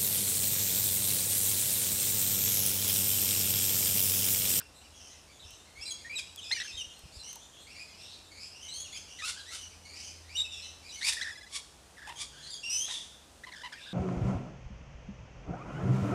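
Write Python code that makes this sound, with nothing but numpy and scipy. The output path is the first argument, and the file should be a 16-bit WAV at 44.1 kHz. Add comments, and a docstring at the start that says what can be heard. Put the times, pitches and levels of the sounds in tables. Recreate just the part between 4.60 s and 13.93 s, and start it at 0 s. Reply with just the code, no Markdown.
"""Garden feeder with lorikeets. One close bird twitters in quick low syllables; the flock in the trees
trades shrill gliding calls that break into rasping screeches. Each note is a harmonic glide of the
syrinx, shaped by throat and beak; blown hard, the syrinx pulses chaotically. Fence and foliage echo.
Distant engines drone, leaves hiss, seed husks click, the hand-held microphone takes a few dull bumps."""
import sys
import numpy as np
from scipy import signal
from scipy.fft import rfft, irfft, next_fast_len
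from scipy.io import wavfile
from scipy.ndimage import map_coordinates

SR = 44100
rng = np.random.default_rng(int(sys.argv[2]) if len(sys.argv) > 2 else 0)


def transcribe(signal):
    """Save signal, clipped to [-1, 1], as a 16-bit WAV file at the path in sys.argv[1]."""
    frames = np.atleast_2d(signal).T
    limited = np.clip(frames, -1, 1)
    pcm = np.round(limited * 32767).astype(np.int16)
    wavfile.write(sys.argv[1], SR, pcm)


N = 411453

AIR_SPECTRUM = [(15, -63), (25, -30), (48, -4.5), (69, -1), (107, -9.5), (198, -10.5), (349, -11.5),
                (378, -15), (410, -12), (722, -12.5), (2060, -19.5), (2230, -22.5), (2420, -19),
                (9050, -21.5), (15500, -40)]  # air and leaves: f/Hz, relative density/dB
ENGINE_DRONE = [(0, 78.1, -67), (.8, 80, -71), (1.8, 85, -67), (2.9, 86.7, -86), (3.5, 88, -63),
                (4.4, 86, -65), (5, 84, -61.5), (5.8, 82, -58), (6.3, 82, -66.5), (6.7, 81.7, -61),
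                (7.1, 78, -97), (8.6, 67, -68), (9.33, 64.7, -75)]  # distant engine: t/s, firing f/Hz, level/dB
ENGINE_REV = [(7.3, 128, -100), (7.5, 131.7, -70), (7.7, 140, -65.5), (7.88, 145, -65), (8.05, 144, -100)]  # second engine, brief rev: t/s, firing f/Hz, level/dB
MIC_BUMPS = [(.85, -46, 75), (.93, -50, 80), (1.19, -53, 55), (2.14, -46, 62), (2.176, -50, 80),
             (2.268, -51, 64.4), (2.436, -46, 60.4), (2.454, -45, 140), (2.567, -42.5, 67.4)]  # dull knocks: t/s, level/dB, f/Hz
HUSK_CRACKS = [(0.907, -43), (1.76, -34), (2.392, -39), (2.73, -34), (2.757, -33.5)]  # seeds opened: t/s, excitation level/dB
FOLIAGE_DECAY = [(500, 0.62), (3000, 0.73), (6000, 0.71), (10000, 0.79), (15000, 0.41)]  # echo tail: f/Hz, T60/s
FOLIAGE_COLOUR = [(800, 4.5), (1800, -5), (3000, 0.5), (6000, 2), (10000, -1)]  # echo tail: f/Hz, gain/dB
BEAK_GAIN = [(500, -50), (1000, -8), (1500, -11.5), (2200, -2.5), (3000, -3.5), (3600, 3), (4300, -2),
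             (5100, 1.5), (6400, -3.5), (7900, -2.5), (9500, -4), (11000, -11.5), (13000, -45),
             (15500, -53)]  # wide open beak: f/Hz, gain/dB
THROAT_TREBLE = [(7000, 1.5), (9500, 3), (11000, -4), (13000, -4.5), (15500, -20)]  # top harmonics leaving the throat: f/Hz, gain/dB
FLOCK_FORMANTS = [(1500, -0.5), (2200, 3.5), (2900, -1.5), (3700, 6), (4400, 0), (5200, 2.5), (6000, 1.5),
                  (6700, -4.5), (8000, -10), (9600, -13), (11400, -21), (13000, -34)]  # flock's throat resonances: f/Hz, gain/dB
CLOSE_FORMANTS = [(900, 2), (1900, 1.5), (2850, 0.5), (3700, -8.5), (4600, 3), (5400, -9), (7200, -16.5),
                  (9500, -26.5)]  # close bird's throat resonances: f/Hz, gain/dB
# flock glides: t/s, length/s, start f/Hz, end f/Hz, relative level/dB, brightness/dB
FLOCK_CALLS = [(0, 0.029, 2445, 2750, -58, -5), (.211, 0.014, 2640, 2980, -60, -10),
               (0.35, 0.17, 2745, 3187, -58, 3.5), (.795, 0.0402, 4000, 3590, -55.5, -1),
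               (0.838, 0.081, 2537, 3010, -58, 0.5), (1.154, 0.055, 2164, 2280, -54, -6),
               (1.211, 0.034, 2510, 2815, -44, 4.5), (1.251, .05, 2450, 2316, -47.5, 9),
               (1.257, 0.056, 3990, 4100, -44.5, 8), (1.307, 0.022, 3394, 3265, -40, 9),
               (1.555, 0.028, 4030, 3720, -39, 8), (1.58, 0.024, 2680, 2366, -40.5, -5),
               (1.772, 0.032, 3550, 2930, -47, -4), (1.805, 0.075, 3820, 3430, -51, 3),
               (1.836, 0.095, 2564, 2530, -49, 4), (1.938, 0.072, 3050, 2624, -45.5, -2),
               (1.945, 0.032, 2440, 2250, -44, -2), (2.031, 0.038, 3120, 3120, -48.5, 4),
               (2.076, 0.041, 2760, 2474, -47, -4), (2.117, 0.067, 3645, 3780, -49, 1),
               (2.171, 0.057, 3286, 2815, -42, -6.5), (2.519, 0.054, 2120, 2640, -55, 14),
               (2.582, 0.047, 4180, 3930, -52.5, 3), (2.631, 0.091, 2810, 3150, -49.5, 5),
               (2.917, 0.091, 3165, 3270, -61, -3), (3.068, 0.069, 2210, 2800, -55, -3),
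               (3.149, 0.098, 2272, 2566, -51.5, -0.5), (3.327, .14, 2467, 2836, -57, 0.5),
               (3.396, 0.17, 3625, 4116, -57, -2), (3.709, 0.13, 2250, 2440, -56.5, 3.5),
               (3.798, 0.085, 2550, 2580, -49.5, 9), (3.931, .056, 2745, 2890, -55, -4.5),
               (4.01, 0.093, 3043, 2910, -51, -1), (4.084, 0.089, 3800, 4390, -47, 4.5),
               (4.138, 0.093, 3120, 3337, -45, 10.5), (4.245, .037, 3050, 2570, -53, -8),
               (4.323, 0.063, 3505, 3203, -47.5, 7), (4.328, 0.056, 2040, 2800, -49.5, 3.5),
               (4.481, 0.071, 2880, 2910, -54.5, -3), (4.575, 0.056, 2790, 4040, -54.5, 6),
               (4.741, 0.068, 1477, 1690, -52.5, -3), (4.788, 0.032, 4140, 3860, -53.5, 0),
               (4.859, 0.065, 1730, 2180, -51, 0), (4.977, .07, 3060, 2970, -50, 1),
               (5.25, 0.13, 2150, 2393, -56, 4.5), (5.338, .18, 2480, 2557, -53.5, 4),
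               (5.359, .13, 2836, 3170, -52.5, 3.5), (5.68, 0.076, 2080, 2880, -54.5, -3),
               (5.752, .022, 2786, 3050, -37.5, -8.5), (5.768, 0.041, 3720, 3770, -34, 1),
               (5.798, 0.0279, 3540, 3916, -34.5, 0.5), (5.843, .036, 2660, 2630, -46, -12),
               (5.907, .059, 3625, 3440, -49, 1), (5.921, .11, 2798, 2650, -49.5, -3),
               (6.01, 0.081, 2865, 3060, -53.5, 0), (6.017, 0.052, 3990, 3930, -53, -6),
               (6.23, 0.094, 2277, 2520, -54.5, 1.5), (6.29, .029, 3990, 3880, -50.5, -3),
               (6.319, 0.047, 2880, 3110, -48.5, 3.5), (6.358, 0.036, 2230, 2185, -52, 4),
               (7.56, 0.057, 3210, 3474, -50, 5), (7.719, 0.17, 1560, 1748, -60, -4),
               (7.75, 0.13, 3175, 3440, -59.5, 4), (7.828, 0.12, 4190, 4800, -50, 0),
               (7.907, .062, 3765, 3200, -48.5, 9.5), (8.031, 0.068, 2766, 2790, -41.5, -8.5),
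               (8.097, 0.13, 2853, 3122, -36.5, 9), (8.102, 0.071, 2577, 2627, -40, 6.5),
               (8.2, 0.058, 3120, 3227, -40.5, 5), (8.27, .12, 3950, 3354, -45.5, -5),
               (9.086, 0.16, 2033, 2870, -58.5, -8), (9.195, 0.15, 3585, 3860, -54, -9)]
# screeches: peak t/s, swell/s, fade/s, level/dB, pulse f/Hz, whistle f/Hz, whistle level/dB
SCREECH_BURSTS = [(1.593, 0.0082, .016, -39, 817, 3280, -47), (4.692, 0.032, 0.028, -34, 705, 1427, -43),
                  (4.952, 0.025, 0.034, -41.5, 726, 1423, -49),
                  (6.494, .031, 0.0157, -26.5, 900, 2480, -35),
                  (6.532, 0.0076, 0.015, -33.5, 1947, 1918, -41),
                  (6.963, 0.023, 0.019, -34, 1142, 3510, -51.5), (7.5, .019, 0.0157, -61, 957, 1753, -54),
                  (7.621, .024, 0.021, -35.5, 1161, 3450, -52), (8.33, 0.054, 0.082, -41.5, 920, 3590, -47)]
# close bird's runs: t/s, length/s, syllables, start f/Hz, end f/Hz, rasp/0-1, level/dB, brightness/dB
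CLOSE_RUNS = [(0, 0.018, 1, 1603, 1476, 0.67, -49.5, -3.5), (1.447, 0.041, 1, 1790, 1970, 0.14, -48.5, -13),
              (1.496, 0.067, 1, 2260, 2580, 0.15, -43, -13), (1.908, 0.012, 1, 840, 940, 0.08, -43.5, 7),
              (1.914, 0.025, 1, 1905, 2200, 0.12, -29.5, 7.5), (1.964, 0.026, 1, 1727, 1950, .1, -44.5, -1),
              (2.0, .03, 2, 1890, 1824, 0.21, -39, 4.5), (2.047, .021, 1, 1690, 1650, .1, -49, 2),
              (2.759, 0.019, 1, 890, 840, .33, -59, -21), (4.587, 0.04, 1, 2100, 1740, 0.27, -47, 4),
              (4.621, 0.057, 1, 1233, 1400, 0.13, -42, 4.5), (6.411, .05, 1, 1852, 2257, 0.34, -39, 4.5),
              (6.567, 0.03, 1, 1744, 1980, .2, -42.5, -6), (6.597, .008, 1, 1800, 1480, .1, -44, -3),
              (6.612, .025, 1, 1754, 2055, 0.21, -35.5, 4.5), (6.642, 0.077, 4, 1740, 1787, 0.2, -42, -2.5),
              (7.369, 0.053, 1, 1940, 1544, .35, -55.5, -4), (7.418, 0.061, 1, 1866, 1686, 0.3, -51.5, -4),
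              (7.473, 0.055, 1, 880, 970, 0.49, -46.5, -3.5), (8.281, .049, 1, 850, 938, 0.67, -50.5, 2),
              (8.836, 0.015, 1, 1815, 2000, 0.17, -45.5, -7.5),
              (8.867, 0.032, 1, 1040, 936, 0.3, -50, -1.5), (8.916, 0.037, 2, 1960, 1700, 0.25, -49, 0.5),
              (8.956, 0.073, 4, 1684, 1690, 0.24, -50.5, 6), (9.035, .045, 1, 986, 960, 0.26, -44, 1),
              (9.121, 0.032, 2, 1670, 1744, 0.32, -49, 3), (9.156, .075, 2, 1890, 1714, 0.27, -55, -2),
              (9.26, 0.063, 2, 1506, 1634, 0.3, -55, -5)]
# its clean two-note seesaw: first t/s, note length/s, f/Hz, level/dB, brightness/dB
CLOSE_SEESAW = [(6.719, 0.0227, 1700, -49.5, 4), (6.755, 0.016, 2010, -50.5, 0)]

TOP_HZ = 15400
CALL_EDGE_S = .006  # half of a call's fade-in or fade-out


def amp(db):
    """Decibels to gain."""
    return 10 ** (np.asarray(db) / 20)


def unit(x):
    """Scale to rms 1."""
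    return x / np.sqrt(np.mean(x ** 2) + 1e-20)


def along(points, hz):
    """Interpolate (f/Hz, value) points on a log axis."""
    f, v = np.transpose(points)
    return np.interp(np.log(hz + 1), np.log(f), v)


def wobble(rate_hz, size):
    """Smooth random curve, knots at rate_hz."""
    knots = rng.standard_normal(int(size * rate_hz / SR) + 4)
    return map_coordinates(knots, [np.arange(size) * rate_hz / SR])


def filtered(x, response):
    """Apply a frequency response."""
    m = next_fast_len(len(x) + 8192)
    return irfft(rfft(x, m) * response(np.fft.rfftfreq(m, 1 / SR)), m)[:len(x)]


def noise(spectrum):
    """Coloured noise, rms 1."""
    return unit(filtered(rng.standard_normal(N), lambda hz: amp(along(spectrum, hz))))


def add(track, t_s, sound):
    """Mix a sound in at t_s."""
    i = int(np.clip(round(t_s * SR), 0, N))
    track[i:i + len(sound)] += sound[:N - i]


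def air(level_db):
    """Steady outdoor rumble and leaf hiss."""
    return amp(level_db + .3 * wobble(4, N)) * noise(AIR_SPECTRUM)


def engine(rows, waver_db):
    """From afar only the firing tone carries."""
    t_s, *columns = np.transpose(rows)
    hz, db = [np.interp(np.arange(N) / SR, t_s, column) for column in columns]
    return np.sqrt(2) * amp(db + waver_db * wobble(7, N)) * np.sin(2 * np.pi * np.cumsum(hz) / SR)


def bumps(rise_cycles):
    """Soft pushes on the microphone, gone within a few cycles."""
    out, t = np.zeros(N), np.arange(SR // 4) / SR
    for t_s, db, hz in MIC_BUMPS:
        age = hz * t / rise_cycles
        add(out, t_s, amp(db) * age * np.exp(1 - age) * np.sin(2 * np.pi * hz * t))
    return out


def husks(shell_hz, t60_s):
    """Husks snap: tiny noise bursts through a broad shell resonance."""
    out, t = np.zeros(N), np.arange(SR // 20) / SR
    for t_s, db in HUSK_CRACKS:
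        add(out, t_s, amp(db - 60 * t / t60_s) * rng.standard_normal(len(t)))
    return filtered(out, lambda hz: 1 / (1 + 1j * (hz / shell_hz - shell_hz / (hz + 1))))


def garden_echo(x, build_s, slap_db, slaps=8):
    """Slaps off ground and fence, then foliage scatter."""
    hz, t, spectra = signal.stft(rng.standard_normal(SR), SR, nperseg=256)
    decay_db = along(FOLIAGE_COLOUR, hz)[:, None] - 60 * t / along(FOLIAGE_DECAY, hz)[:, None]
    envelope = amp(decay_db) * (1 - np.exp(-t / build_s))
    tail = signal.istft(spectra * envelope, SR, nperseg=256)[1]
    tail /= np.linalg.norm(tail) * np.sqrt(2)
    delays_s = rng.uniform(.003, .04, slaps)
    tail[(delays_s * SR).astype(int)] += amp(slap_db) * rng.choice([-1, 1], slaps)
    return signal.fftconvolve(x, tail)[:N]


def beak(hz):
    """Minimum-phase response of the open beak: resonances ring on after each pulse."""
    cepstrum = irfft(np.log(amp(along(BEAK_GAIN, hz))))
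    cepstrum[1:len(cepstrum) // 2] *= 2
    cepstrum[len(cepstrum) // 2:] = 0
    return np.exp(rfft(cepstrum))


def throat(hz):
    """Output gain of the throat; rolls off the top harmonics."""
    return amp(along(THROAT_TREBLE, hz))


def overtones(formants, hz, bright_db, last=3):
    """Harmonics 2..last in dB re the first: throat resonances plus brightness."""
    return along(formants, np.arange(2, last + 1) * hz) - along(formants, hz) + bright_db


def arched(start_hz, end_hz, arch):
    """Start, middle and end pitch of a glide bowed upward by the fraction arch."""
    line_hz = np.array([start_hz, (start_hz + end_hz) / 2, end_hz])
    return line_hz * (1 + arch * np.array([-2, 1, -2]) / 3)


def syllable(length_s, pitches_hz, rasp, overtones_db, edge_s, jitter, quaver, flutter_db, fall_db,
             crest=0.46, arch_db=5):
    """One syrinx glide; rasp scales the shake of pitch and pressure, smearing the harmonics."""
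    t = np.arange(int((length_s + 2 * edge_s) * SR)) / SR - edge_s
    progress = np.clip(t / length_s, 0, 1)
    glide_hz = np.polyval(np.polyfit([0, .5, 1], pitches_hz, 2), progress)
    shake = jitter * wobble(1300, len(t)) + quaver * wobble(169.64, len(t))
    phase = 2 * np.pi * np.cumsum(glide_hz * (1 + rasp * shake)) / SR
    levels_db = np.concatenate([[0], overtones_db, overtones_db[-1] - fall_db * np.arange(1, 9)])
    tone = sum(amp(db) * np.sin(k * phase)
               for k, db in enumerate(levels_db, 1) if k * pitches_hz[1] < TOP_HZ)
    ramp = np.clip(np.minimum(t + edge_s, length_s + edge_s - t) / (2 * edge_s), 0, 1)
    gate = np.sin(np.pi / 2 * ramp) ** 2
    tremor = 1.18 * wobble(422.8, len(t)) + 0.65 * wobble(85.5, len(t))
    pressure_db = flutter_db * np.sqrt(rasp) * tremor - arch_db * (2 * (progress - crest)) ** 2
    return unit(tone) * gate * unit(amp(pressure_db))


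def distant_babble(level_db, centre_hz, log_spread, until_s, count=90):
    """Faint arched calls from deep in the trees."""
    out = np.zeros(N)
    for k, (slot, detune, stretch, push) in enumerate(rng.uniform(-1, 1, (count, 4))):
        hz = centre_hz * np.exp(log_spread * detune)
        note = syllable(0.0426 + 0.0232 * stretch, (.93 * hz, hz, .92 * hz), rasp=0.292,
                        overtones_db=[-1, -12], edge_s=0.0044,
                        jitter=0.1, quaver=0.075, flutter_db=2.5, fall_db=16)
        add(out, until_s * (k + 1 + slot) / count, amp(level_db + 1.2 * push) * note)
    return out


def flock(direct_db, fence_db, fence_s, scratch_db, typical_db=-50, typical_s=.06):
    """Shrill calls as (direct, echo send). Fainter = farther: more echo and rasp. Longer = rougher."""
    direct, send = np.zeros(N), np.zeros(N)
    for t_s, length_s, start_hz, end_hz, db, bright_db in FLOCK_CALLS:
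        far_db = typical_db - db
        echo_db = -2 + 0.39 * far_db
        rasp = .21 * np.sqrt(length_s / typical_s) * amp(.5 * far_db)
        pitches_hz = arched(start_hz, end_hz, arch=.012)
        overtones_db = overtones(FLOCK_FORMANTS, pitches_hz[1], bright_db)
        note = syllable(length_s, pitches_hz, rasp, overtones_db, CALL_EDGE_S,
                        jitter=0.1087, quaver=0.08, flutter_db=4.5, fall_db=6.5, crest=0.75, arch_db=1)
        scatter_loss = np.hypot(1, amp(echo_db))
        add(direct, t_s - CALL_EDGE_S, amp(db + direct_db) / scatter_loss * note)
        add(send, t_s - CALL_EDGE_S, amp(db + echo_db) * note)
        add(direct, t_s + rng.uniform(0.59, 1) * fence_s, amp(db + echo_db + fence_db) * note)
    for path in (direct, send):
        puffs = np.maximum(path, 0) * rng.standard_normal(N)  # air escapes once a cycle
        path += amp(scratch_db) * filtered(puffs, beak)
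    return filtered(direct, throat), filtered(send, throat)


def screeches(rattle_db, jitter, breath):
    """Overblown, chaotic syrinx: uneven pulses and air puffs ring the beak."""
    out = np.zeros(N)
    for peak_s, swell_s, fade_s, db, pulse_hz, _, _ in SCREECH_BURSTS:
        t = np.arange(-int(4 * swell_s * SR), int(4 * fade_s * SR)) / SR
        hz = pulse_hz * (1 + jitter * wobble(900, len(t)) + .025 * wobble(90, len(t)))
        phase = 2 * np.pi * np.cumsum(hz) / SR
        pulses = unit(sum(np.cos(k * phase) for k in range(1, int(TOP_HZ / pulse_hz))))
        puffs = unit(rng.standard_normal(len(t)) * (1 + np.cos(phase)))
        voice = filtered((pulses + breath * puffs) * amp(rattle_db * wobble(321, len(t))), beak)
        effort = amp(db) * np.exp(-np.abs(t / np.where(t < 0, swell_s, fade_s)) ** 1.06)
        add(out, peak_s + t[0], effort * unit(voice))
    return out


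def whistles(lead_swells, lag_fades, bright_db, rise=.11, rasp=.5):
    """A rough rising whistle runs through each screech."""
    out = np.zeros(N)
    for peak_s, swell_s, fade_s, _, _, hz, db in SCREECH_BURSTS:
        lead_s = lead_swells * swell_s
        pitches_hz = hz * (1 + rise * np.array([-.5, 0, .5]))
        overtones_db = overtones(FLOCK_FORMANTS, hz, bright_db)
        note = syllable(lead_s + lag_fades * fade_s, pitches_hz, rasp, overtones_db, CALL_EDGE_S,
                        jitter=0.1125, quaver=0.082, flutter_db=4.5, fall_db=2)
        add(out, peak_s - lead_s - CALL_EDGE_S, amp(db) * note)
    return filtered(out, throat)


def twitter_notes(quick_s=0.0182, pitch_spread=0.0204, spread_db=1.5, pairs=3, pair_s=.055, fade_db=2):
    """Close bird's notes: runs of quick arches, no two alike, and fading pairs of flat notes."""
    for t_s, length_s, count, start_hz, end_hz, rasp, db, bright_db in CLOSE_RUNS:
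        pace_s = length_s / count
        hz = np.linspace(start_hz, end_hz, count + 1)
        arch = 0.19 * min(1, quick_s / pace_s) ** 2  # longer notes are flatter
        for k, (push, detune) in enumerate(rng.standard_normal((count, 2)) * (count > 1)):
            pitches_hz = arched(hz[k], hz[k + 1], arch) * (1 + pitch_spread * detune)
            yield t_s + k * pace_s, pace_s, pitches_hz, rasp, db + spread_db * push, bright_db
    for t_s, length_s, hz, db, bright_db in CLOSE_SEESAW:
        for k in range(pairs):
            yield t_s + k * pair_s, length_s, (hz, hz, hz), .03, db - k * fade_db, bright_db


def close_bird(scratch_db, edge_s=.0015):
    """Crisp syllables run together; one air puff a cycle makes them scratchy."""
    out = np.zeros(N)
    for t_s, length_s, pitches_hz, rasp, db, bright_db in twitter_notes():
        overtones_db = overtones(CLOSE_FORMANTS, pitches_hz[1], bright_db, last=4)
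        note = syllable(length_s, pitches_hz, rasp, overtones_db, edge_s,
                        jitter=0.17, quaver=0.136, flutter_db=3.5, fall_db=6, crest=0.41, arch_db=3.5)
        add(out, t_s - edge_s, amp(db) * note)
    scratch = amp(scratch_db) * np.maximum(out, 0) * noise(BEAK_GAIN)
    return filtered(out + scratch, throat)


def scene():
    """Mono mix: birds share one echo over the background; the babble is echo only."""
    close = close_bird(scratch_db=-18)
    screech = screeches(rattle_db=0, jitter=0.0608, breath=1.0)
    whistle = whistles(lead_swells=1.6, lag_fades=0.69, bright_db=0.5)
    calls, calls_send = flock(direct_db=2, fence_db=-13, fence_s=0.033, scratch_db=-9.5)
    babble = distant_babble(level_db=-60, centre_hz=2878, log_spread=.4, until_s=6.4)
    send = calls_send + babble + amp(-13.5) * close + amp(-11) * screech + amp(-5.5) * whistle
    echo = garden_echo(send, build_s=0.013, slap_db=-12.5)
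    background = air(level_db=-58) + engine(ENGINE_DRONE, waver_db=3) + engine(ENGINE_REV, waver_db=0.5)
    transients = husks(shell_hz=7000, t60_s=0.012) + bumps(rise_cycles=0.45)
    return (background + transients + echo + calls + screech + whistle + close)[None]


def record(dry):
    """Brick-wall low-pass at TOP_HZ."""
    return np.array([filtered(x, lambda hz: hz < TOP_HZ) for x in dry])


dry = scene()
out = record(dry)
transcribe(out)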